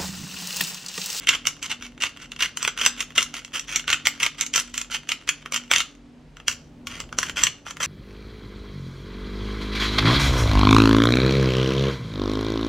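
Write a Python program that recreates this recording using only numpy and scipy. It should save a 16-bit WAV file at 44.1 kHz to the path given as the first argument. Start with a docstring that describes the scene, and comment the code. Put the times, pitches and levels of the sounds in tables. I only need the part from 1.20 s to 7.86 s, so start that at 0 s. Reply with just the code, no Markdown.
"""A hand pepper mill, twisted to and fro close by in a small kitchen, rasps grit and cracks whole corns.
Random tiny snaps (grit), single snaps (corns, chips, loose bits) drive the resonant modes of its body.
Noise-built reflections give the kitchen's brief answer; sines hum like an appliance.
Filtered noise is the room air and the faint rumble of the moving arms."""
import sys
import numpy as np
from scipy import signal
from scipy.fft import rfft, irfft
from scipy.io import wavfile
from scipy.ndimage import uniform_filter1d, map_coordinates

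SR = 44100
rng = np.random.default_rng(int(sys.argv[2]) if len(sys.argv) > 2 else 0)


def materialize(psi):
    """Save the field psi as 16-bit PCM at rate SR to the path in sys.argv[1].

    A 1-D psi becomes a single channel; in a 2-D psi each row is a channel.
    """
    bounded = np.clip(np.atleast_2d(psi).T, -1, 1)
    quanta = np.round(bounded * 32767).astype(np.int16)
    wavfile.write(sys.argv[1], SR, quanta)


N = 293734


def from_db(db):
    """Decibels to amplitude gain."""
    return 10 ** (np.asarray(db) / 20)


def rms_one(x):
    """Scale to rms 1."""
    return x / np.sqrt(np.mean(x ** 2) + 1e-20)


def energy_one(x):
    """Scale to a sum of squares of 1."""
    return x / np.sqrt(np.sum(x ** 2) + 1e-20)


def at_hz(points, hz):
    """Interpolate a table on a log-frequency axis."""
    known_hz, values = np.transpose(points)
    return np.interp(np.log(np.maximum(hz, 1)), np.log(known_hz), values)


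def at_s(points, s):
    """Interpolate a table in time."""
    known_s, values = np.transpose(points)
    return np.interp(s, known_s, values)


def butter(x, hz, kind, order=2):
    """Causal Butterworth filter."""
    return signal.sosfilt(signal.butter(order, hz, kind, fs=SR, output="sos"), x)


def resonate(x, hz, width_hz):
    """Two-pole resonance, peak gain about 1."""
    radius = np.exp(-np.pi * width_hz / SR)
    zeros = np.array([1, 0, -1]) * (1 - radius ** 2) / 2
    poles = [1, -2 * radius * np.cos(2 * np.pi * hz / SR), radius ** 2]
    return signal.lfilter(zeros, poles, x + 1e-18)


def coloured_noise(spectrum):
    """Steady Gaussian noise of a given spectrum, rms 1."""
    gain = from_db(at_hz(spectrum, np.fft.rfftfreq(N, 1 / SR)))
    return rms_one(irfft(rfft(rng.standard_normal(N)) * gain, N))


def add(track, s, sound):
    """Mix a two-row sound in at time s."""
    start = int(np.clip(round(s * SR), 0, N - 1))
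    track[:, start:start + sound.shape[1]] += sound[:, :N - start]


def moments(per_s, count):
    """Uneven moments from time zero on, at a given mean rate."""
    return (np.arange(count) + rng.random(count)) / per_s


# room air spectrum: f/Hz, relative density/dB per Hz
AIR_SPECTRUM = [(20, -22), (42, -17), (70, -16.5), (150, -6.5), (200, -8.5), (260, -4), (340, -9.5),
                (500, -13.5), (1000, -20.5), (3000, -26), (7000, -36.5), (10000, -45), (15000, -61.5)]


def room_air(level_db=-54.8, side_db=-9, side_from_hz=130.4):
    """Steady noise common to both ports, plus a weaker opposed part above the bass."""
    common = coloured_noise(AIR_SPECTRUM)
    opposed = butter(coloured_noise(AIR_SPECTRUM), side_from_hz, "high") * np.array([[1], [-1]])
    return from_db(level_db) * (common + from_db(side_db) * opposed)


# appliance hum partials: f/Hz, rms level before wavering/dB
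HUM_PARTIALS = [(43.1, -59.5), (150.3, -61), (242.6, -54.5), (285.6, -59.5)]


def appliance_hum(waver=0.59):
    """Sines whose levels each waver slowly and independently."""
    t = np.arange(N) / SR
    hum = np.zeros(N)
    for hz, db in HUM_PARTIALS:
        sine = np.sqrt(2) * np.sin(2 * np.pi * (hz * t + rng.random()))
        swell = 1 + waver * coloured_noise([(3, -6), (30, -53.5), (200, -120)])
        hum += from_db(db) * sine * swell
    return hum


# rumble of the arms, which move most while changing grip: t/s, relative level/dB
ARM_MOTION = [(0, -53), (2, -57), (4.8, -59), (5.9, -44), (6.25, -44), (6.4, -53), (6.66, -49)]
# rumble spectrum: f/Hz, relative density/dB per Hz
ARM_SPECTRUM = [(20, -17), (42, -5), (70, -2), (130, -6), (200, -7), (400, -16), (800, -23), (2000, -56)]


def arm_rumble(grinding, level_db=-1, push_db=-23):
    """Low noise that follows the arm motion and swells with each hard twist."""
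    motion = from_db(at_s(ARM_MOTION, np.arange(N) / SR) + level_db)
    push = from_db(push_db) * uniform_filter1d(np.abs(grinding), size=SR // 20)
    return np.hypot(motion, push) * coloured_noise(ARM_SPECTRUM)


# kitchen reverberation: f/Hz, t60/s
ROOM_DECAY = [(300, 0.15), (1400, 0.31), (3000, 0.25), (6000, 0.37), (9000, 0.13), (15000, 0.067)]


def room_tail(white, t):
    """Band-filtered noise, each band dying at its own t60."""
    edges = np.geomspace(100, 19000, 10)
    tail = 0
    for k, (low_hz, high_hz) in enumerate(zip(edges, edges[1:])):
        band = butter(white[k % 2], [low_hz, high_hz], "band")
        tail = tail + band * from_db(-60 * t / at_hz(ROOM_DECAY, np.sqrt(low_hz * high_hz)))
    return tail


def kitchen(x, near_db=-8.0, near_t60_s=0.098, far_db=-15, build_up_s=0.0011,
            bass_spread_db=-12, diffuse_hz=3800, treble_spread_db=-3.2, stretches=16):
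    """Quick reflections from body and worktop, then the room tail, shortest at the top."""
    t = np.arange(SR * 2 // 3) / SR
    build_up = 1 - np.exp(-(t / build_up_s) ** 2)
    far = room_tail(rng.standard_normal((2, 2, len(t))), t) * build_up
    echoes = np.zeros((2, N))
    # mill and hands keep moving: each stretch has its own quick reflections
    for stretch in np.array_split(np.arange(N), stretches):
        near = rng.standard_normal((2, len(t))) * from_db(-60 * t / near_t60_s) * build_up
        response = from_db(near_db) * energy_one(near) + from_db(far_db) * energy_one(far)
        answer = np.sqrt(2) * signal.fftconvolve(x[None, stretch], response, axes=1)
        add(echoes, stretch[0] / SR, answer)
    common, stray = echoes
    # sound from all around differs between the ports mostly in its short waves
    short_waves = butter(stray, diffuse_hz, "high", order=4)
    difference = from_db(bass_spread_db) * stray + from_db(treble_spread_db) * short_waves
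    return np.array([common + difference, common - difference])


def microphone_pair(x, opposed_hz=7200, side_db=-3, bounce_db=-6, bounce_samples=14):
    """Two close ports: in step in the bass, drifting towards opposite phase in the treble."""
    forwards, sideways = x
    # short waves also reach both ports a moment later, off the casing
    delayed = np.pad(forwards, (bounce_samples, 0))[:N]
    bounce = butter(delayed, opposed_hz, "high", order=3)
    mid = butter(forwards, opposed_hz, "low", order=3) + from_db(bounce_db) * bounce
    side = from_db(side_db) * butter(sideways, opposed_hz, "high", order=3)
    return np.array([mid + side, mid - side])


# mill position, from the right to about the centre: t/s, right minus left level/dB
MILL_POSITION = [(0, 1.3), (3.6, 1.2), (4.5, 0.5), (6.66, -0.4)]
LAG_S_PER_DB = 0.000011


def place(x, shaded_hz=7000):
    """The nearer port hears the mill a little louder, and its longer waves earlier."""
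    n = np.arange(N)
    pan_db = at_s(MILL_POSITION, n / SR)
    low_pass = signal.butter(3, shaded_hz, fs=SR, output="sos")
    out = []
    for port, db in zip(x, [-pan_db / 2, pan_db / 2]):
        long_waves = signal.sosfiltfilt(low_pass, port)
        shifted = map_coordinates(long_waves, [n + db * LAG_S_PER_DB * SR])
        out.append(from_db(db) * (port - long_waves + shifted))
    return np.array(out)


# mill modes, the last three being long rings of its jar: nominal f/Hz, width/Hz, relative energy/dB
MILL_MODES = [(440, 400, -23), (967, 160, -17.5), (1166, 256, -11.5), (1412, 213, -7.5), (1810, 560, -7),
              (2133, 293, -4.5), (2588, 493, -6), (2817, 165, -4), (3135, 160, -8.5), (3506, 283, -10.5),
              (4520, 1300, -13), (5280, 190, -17), (5770, 390, -14), (6045, 275, -7.5), (6203, 750, -7),
              (7470, 420, -9), (8070, 1500, -18.5), (11200, 3700, -20.5), (12300, 330, -26),
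              (14100, 1000, -35.5), (2756, 35, -28), (6020, 35, -34.5), (7273, 30, -28.5)]


def mill(force, bass_db, treble_db, scatter_db, detune=0.019, directivity=0.7):
    """Body modes ring forwards and sideways (two rows); striking point and grip vary each ring."""
    hz, width_hz, db = np.transpose(MILL_MODES)
    strength, grip, lobe, turn = rng.standard_normal((4, len(MILL_MODES)))
    colour = [(1350, bass_db), (2200, 0), (3700, 1.2), (5600, treble_db)]  # f/Hz, gain/dB
    gains = from_db(db + at_hz(colour, hz))
    scattered = gains * from_db(scatter_db * strength)
    out = 0
    for k, gain in enumerate(scattered):
        ring = energy_one(resonate(force, hz[k] * (1 + detune * grip[k]), width_hz[k]))
        # the sideways lobe of each mode has its own strength and phase
        quadrature = energy_one(np.gradient(ring))
        sideways = energy_one((1 + directivity * lobe[k]) * ring + directivity * turn[k] * quadrature)
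        out = out + (-1) ** k * gain * np.array([ring, sideways])
    # total energy does not depend on how the modes add up
    return np.linalg.norm(gains) * np.sqrt(2) * energy_one(out)


LEAD_S, LEAD_SWELL_S, LEAD_DB = 0.02, 0.005, -21


def snap(db, bass_db, treble_db, splinter_s, splinter_db=-7.5, scatter_db=2.1):
    """A faint crackle swells for LEAD_S before one impulse, then splinters."""
    lead = int(LEAD_S * SR)
    t = np.arange(-lead, SR // 12) / SR
    splinters = rng.standard_normal(len(t)) * (rng.random(len(t)) < .25)
    leading = from_db(LEAD_DB) * np.exp(-np.abs(t) / LEAD_SWELL_S)
    breaking = np.exp(-np.abs(t) / splinter_s)
    force = from_db(splinter_db) * splinters * np.where(t < 0, leading, breaking)
    force[lead] = 1
    level_over_5_ms = np.sqrt(.005 * SR) * from_db(db)
    return level_over_5_ms * mill(force, bass_db, treble_db, scatter_db)


# bits of pepper, in the burr or loose
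CHIP_SPREAD_DB, CHIP_SPLINTER_S = 3, 0.0006
TICKS_PER_S, TICK_DB, TICK_BASS_DB, TICK_TREBLE_DB = 18, -49, 5, -7
# stretch without loose ticks: start t/s, end t/s
NO_TICKS_S = (4.65, 5.65)


def ticks(count=110):
    """Loose bits knock faintly and dully inside the mill, except in one stretch of few twists."""
    out = np.zeros((2, N))
    for s in moments(TICKS_PER_S, count):
        db = TICK_DB + CHIP_SPREAD_DB * rng.normal()
        tick = snap(db, TICK_BASS_DB, TICK_TREBLE_DB, CHIP_SPLINTER_S)
        if s < N / SR and not NO_TICKS_S[0] < s < NO_TICKS_S[1]:
            add(out, s, tick)
    return out


# cracking corns: t/s, relative level over 5 ms/dB, extra bass/dB, extra treble/dB, splinter decay/s
CORN_CRACKS = [(0.0708, -19.0, -3.5, -6.0, 0.004), (0.0843, -17.5, -10.0, -9.0, 0.004),
               (0.0898, -8.0, -8.0, -2.0, 0.002), (0.1361, -26.5, -5.0, -5.0, 0.0015),
               (0.15, -29, 3, -6, 0.0015), (0.2535, -29.0, -3.0, -9.0, 0.001),
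               (0.2703, -19.5, -3.5, 8.5, 0.0003), (0.4273, -32, -4, 8, 0.002),
               (0.5161, -25, -10, -6, 0.0005), (0.6239, -36.5, 5.0, 0.0, 0.0007),
               (0.8211, -24.5, -10.0, 1.0, 0.004), (0.8358, -20.5, 4.0, -1.0, 0.002),
               (0.972, -40.0, -1.5, -4.5, 0.001), (1.1187, -31, -10, -6, 0.001),
               (1.1625, -37, -2, -8, 0.0014), (1.2056, -20.5, -3.5, -2.0, 0.004),
               (1.2227, -17.0, -6.5, -2.5, 0.004), (1.3718, -26.5, 2.5, 4.5, 0.0013),
               (1.4282, -30, 8, 10, 0.0003), (1.4489, -22, 0, -9, 0.002), (1.4765, -19.0, 1.5, -5.0, 0.003),
               (1.5755, -28.0, -1.0, -5.0, 0.001), (1.6134, -21, 0, -3, 0.003),
               (1.6514, -22.0, -7.0, 0.0, 0.0013), (1.662, -12, 0, 5, 0.0026),
               (1.8051, -24.5, -3.0, 3.5, 0.003), (1.9788, -11.5, -2.5, -5.5, 0.004),
               (2.0279, -25.5, -7.5, 7.0, 0.0004), (2.1404, -33, 4, 3, 0.003),
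               (2.2478, -37.0, -0.5, 2.5, 0.001), (2.3953, -30.0, -8.5, 5.0, 0.002),
               (2.525, -28.0, -3.5, -6.0, 0.004), (2.5595, -18.0, -7.0, 3.0, 0.003),
               (2.595, -27.5, -5, -5, 0.002), (2.6787, -21, -3, -9, 0.0012),
               (2.7019, -23.0, -1.5, 3.5, 0.002), (2.7284, -13.5, -6.0, -7.5, 0.004),
               (2.8541, -24, -5, -3, 0.0045), (2.87, -12.5, -3.5, 1.0, 0.0004),
               (3.0012, -24, -8, -7, 0.005), (3.029, -15.5, -3.5, -1.0, 0.007),
               (3.0632, -20.0, -4.0, -6.0, 0.003), (3.2105, -18.5, -10.0, 2.5, 0.0009),
               (3.2642, -34.5, -5.0, 10.0, 0.0025), (3.3379, -22, -9, 0, 0.002),
               (3.359, -19.5, -1.0, 9.5, 0.003), (3.378, -21.5, -1.5, 2.0, 0.0016),
               (3.3988, -31, -8, 11, 0.0005), (3.541, -31, -6, 0, 0.0017), (3.5783, -25.5, -4, 7, 0.0012),
               (3.6151, -29.5, -5.0, 5.5, 0.0004), (3.7451, -23, -6, -9, 0.004),
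               (3.8903, -23.0, -1.5, -2.5, 0.002), (3.9179, -20.0, -10.0, -2.0, 0.0026),
               (4.0901, -13.5, -10.0, -3.0, 0.0018), (4.2593, -35.5, 8.5, -8.5, 0.0013),
               (4.3226, -29.0, 7.0, 4.5, 0.001), (4.3431, -22, -4, -1, 0.002),
               (4.361, -25.0, 2.0, 5.0, 0.0018), (4.5135, -15.0, 5.0, -3.5, 0.0009),
               (4.536, -17.0, -2.0, 0.0, 0.0009), (4.5606, -15.0, -10.0, -3.0, 0.0014),
               (4.5826, -27.0, 1.0, 7.5, 0.0018), (4.6039, -23.0, 5.0, -1.5, 0.0009),
               (5.169, -41.5, 5.5, -3.5, 0.0007), (5.2, -44, 4, -9, 0.0014),
               (5.2813, -19.5, -0.5, 6.5, 0.0005), (5.6701, -30.0, 2.5, 1.5, 0.0027),
               (5.8023, -33.5, 7.0, 5.0, 0.0007), (5.9267, -39, 16, 0, 0.0009), (5.9866, -24, 12, 9, 0.001),
               (6.0298, -22.5, 4.5, -2.5, 0.004), (6.0958, -30.0, 4.5, -3.0, 0.0015),
               (6.1697, -28.0, 7.0, -1.5, 0.001), (6.236, -15.5, 0, 10, 0.001),
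               (6.2681, -17.5, -6.0, -2.5, 0.0025), (6.4657, -39, 13, 0, 0.001),
               (6.5084, -35, 6, 1, 0.0007), (6.5691, -39, 9, -6, 0.0003), (6.6023, -30, 11, -3, 0.006),
               (6.6318, -25, 0, 5, 0.002)]


def cracks(level_db=0.6):
    """Whole corns break in the burr, one snap each."""
    out = np.zeros((2, N))
    for s, db, bass_db, treble_db, splinter_s in CORN_CRACKS:
        add(out, s - LEAD_S, snap(db + level_db, bass_db, treble_db, splinter_s))
    return out


def grains(per_s, spread_db, count):
    """Sparse impulses at random moments, of uneven size and either sign."""
    sizes = from_db(spread_db * np.minimum(rng.exponential(1, count), 3))
    signs = rng.choice([-1, 1], count)
    return sizes * signs * (rng.random(count) < per_s / SR)


TWIST_RISE_S, TWIST_SAG_DB_PER_S = 0.011, 25
GRIT_PER_S, TRICKLE_PER_S, GRIT_SPREAD_DB = 400, 35, 4.2
CHIPS_PER_S, CHIP_DB = 32, -2
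# new grip near the end, fuller sound: t/s, extra bass of the rasp/dB
GRIP_BASS = [(0, 0), (5.3, -1), (5.9, 4), (6.66, 4)]
# twists of the cap, to and fro: start t/s, end t/s, relative rasp level at the start/dB, extra treble/dB
CAP_TWISTS = [(0.0, 0.05, -42, -4.0), (0.066, 0.155, -27.0, -4.0), (0.255, 0.29, -30.0, 4.0),
              (0.415, 0.464, -33, 0.0), (0.487, 0.53, -28, -4.0), (0.615, 0.669, -40.5, 0.0),
              (0.8, 0.872, -29.5, -4.0), (0.99, 1.06, -44, -1.5), (1.187, 1.264, -25.5, -2.5),
              (1.39, 1.497, -34, -5.5), (1.575, 1.65, -28, -1.5), (1.772, 1.83, -33.5, -1.0),
              (1.95, 2.029, -27.5, 1.0), (2.135, 2.2, -35.5, -2.5), (2.328, 2.385, -28, -1.5),
              (2.471, 2.6, -33.0, -2.0), (2.67, 2.745, -25, -3.0), (2.85, 2.875, -25, -1.0),
              (2.997, 3.068, -26.5, -3.0), (3.172, 3.238, -32.5, -1.0), (3.331, 3.41, -27, 3.0),
              (3.535, 3.614, -38.5, 4.5), (3.703, 3.77, -30, -1.5), (3.883, 3.924, -31.0, -1.5),
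              (4.07, 4.095, -26.5, -6.5), (4.325, 4.38, -30.0, 0.5), (4.507, 4.62, -26.0, -4.0),
              (5.272, 5.33, -36.5, 6.0), (5.69, 5.82, -40.5, -4.0), (5.975, 6.11, -38.0, 0.0),
              (6.155, 6.279, -29, -0.5), (6.45, 6.515, -41, -1.0), (6.599, 6.66, -30, 5.0)]


def rasp(level_db=-1.5, scatter_db=2.5, trickle_db=-10, trickle_s=0.086, teeth=3):
    """A twist takes hold fast, eases as grit gives way and breaks chips; loose grit then trickles on."""
    out = np.zeros((2, N))
    t = np.arange(SR // 4) / SR
    for start, end, db, treble_db in CAP_TWISTS:
        length = end - start
        bass_db = at_s(GRIP_BASS, start)
        effort = from_db(db - TWIST_SAG_DB_PER_S * np.minimum(t, length))
        pressure = effort * (1 - np.exp(-t / TWIST_RISE_S)) * (t < length)
        fading = np.exp(-np.abs(t - length) / trickle_s) * (t >= length)
        settling = from_db(trickle_db) * effort * fading
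        size = from_db(level_db) * np.linalg.norm(pressure) / np.sqrt(teeth)
        # several burr teeth bite at once, each with its own colour
        for tooth in range(teeth):
            crushing = pressure * grains(GRIT_PER_S, GRIT_SPREAD_DB, len(t))
            trickling = settling * grains(TRICKLE_PER_S, GRIT_SPREAD_DB, len(t))
            add(out, start, size * mill(crushing + trickling, bass_db, treble_db, scatter_db))
        # coarser chips snap one by one
        for s in moments(CHIPS_PER_S, count=5):
            size_db, dull_db, bright_db = CHIP_SPREAD_DB * rng.standard_normal(3)
            chip = snap(CHIP_DB + size_db, bass_db + dull_db, treble_db + bright_db, CHIP_SPLINTER_S)
            add(out, start + s - LEAD_S, chip * np.interp(s, t, pressure))
    return out


def scene():
    """The mill in its room, drifting from the right to about the centre."""
    grinding = cracks() + rasp() + ticks()
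    forwards = grinding[0]
    direct = place(microphone_pair(grinding))
    background = room_air() + appliance_hum() + arm_rumble(forwards)
    return direct + kitchen(forwards) + background


CUTOFF_HZ = 15900


def record(dry):
    """Soft saturation rounds off the loudest snaps; a steep low-pass cuts the top."""
    rounded = dry / (1 + dry ** 6) ** (1 / 6)
    low_pass = signal.ellip(10, .2, 80, CUTOFF_HZ, fs=SR, output="sos")
    return signal.sosfilt(low_pass, rounded)


dry = scene()
out = record(dry)
materialize(out)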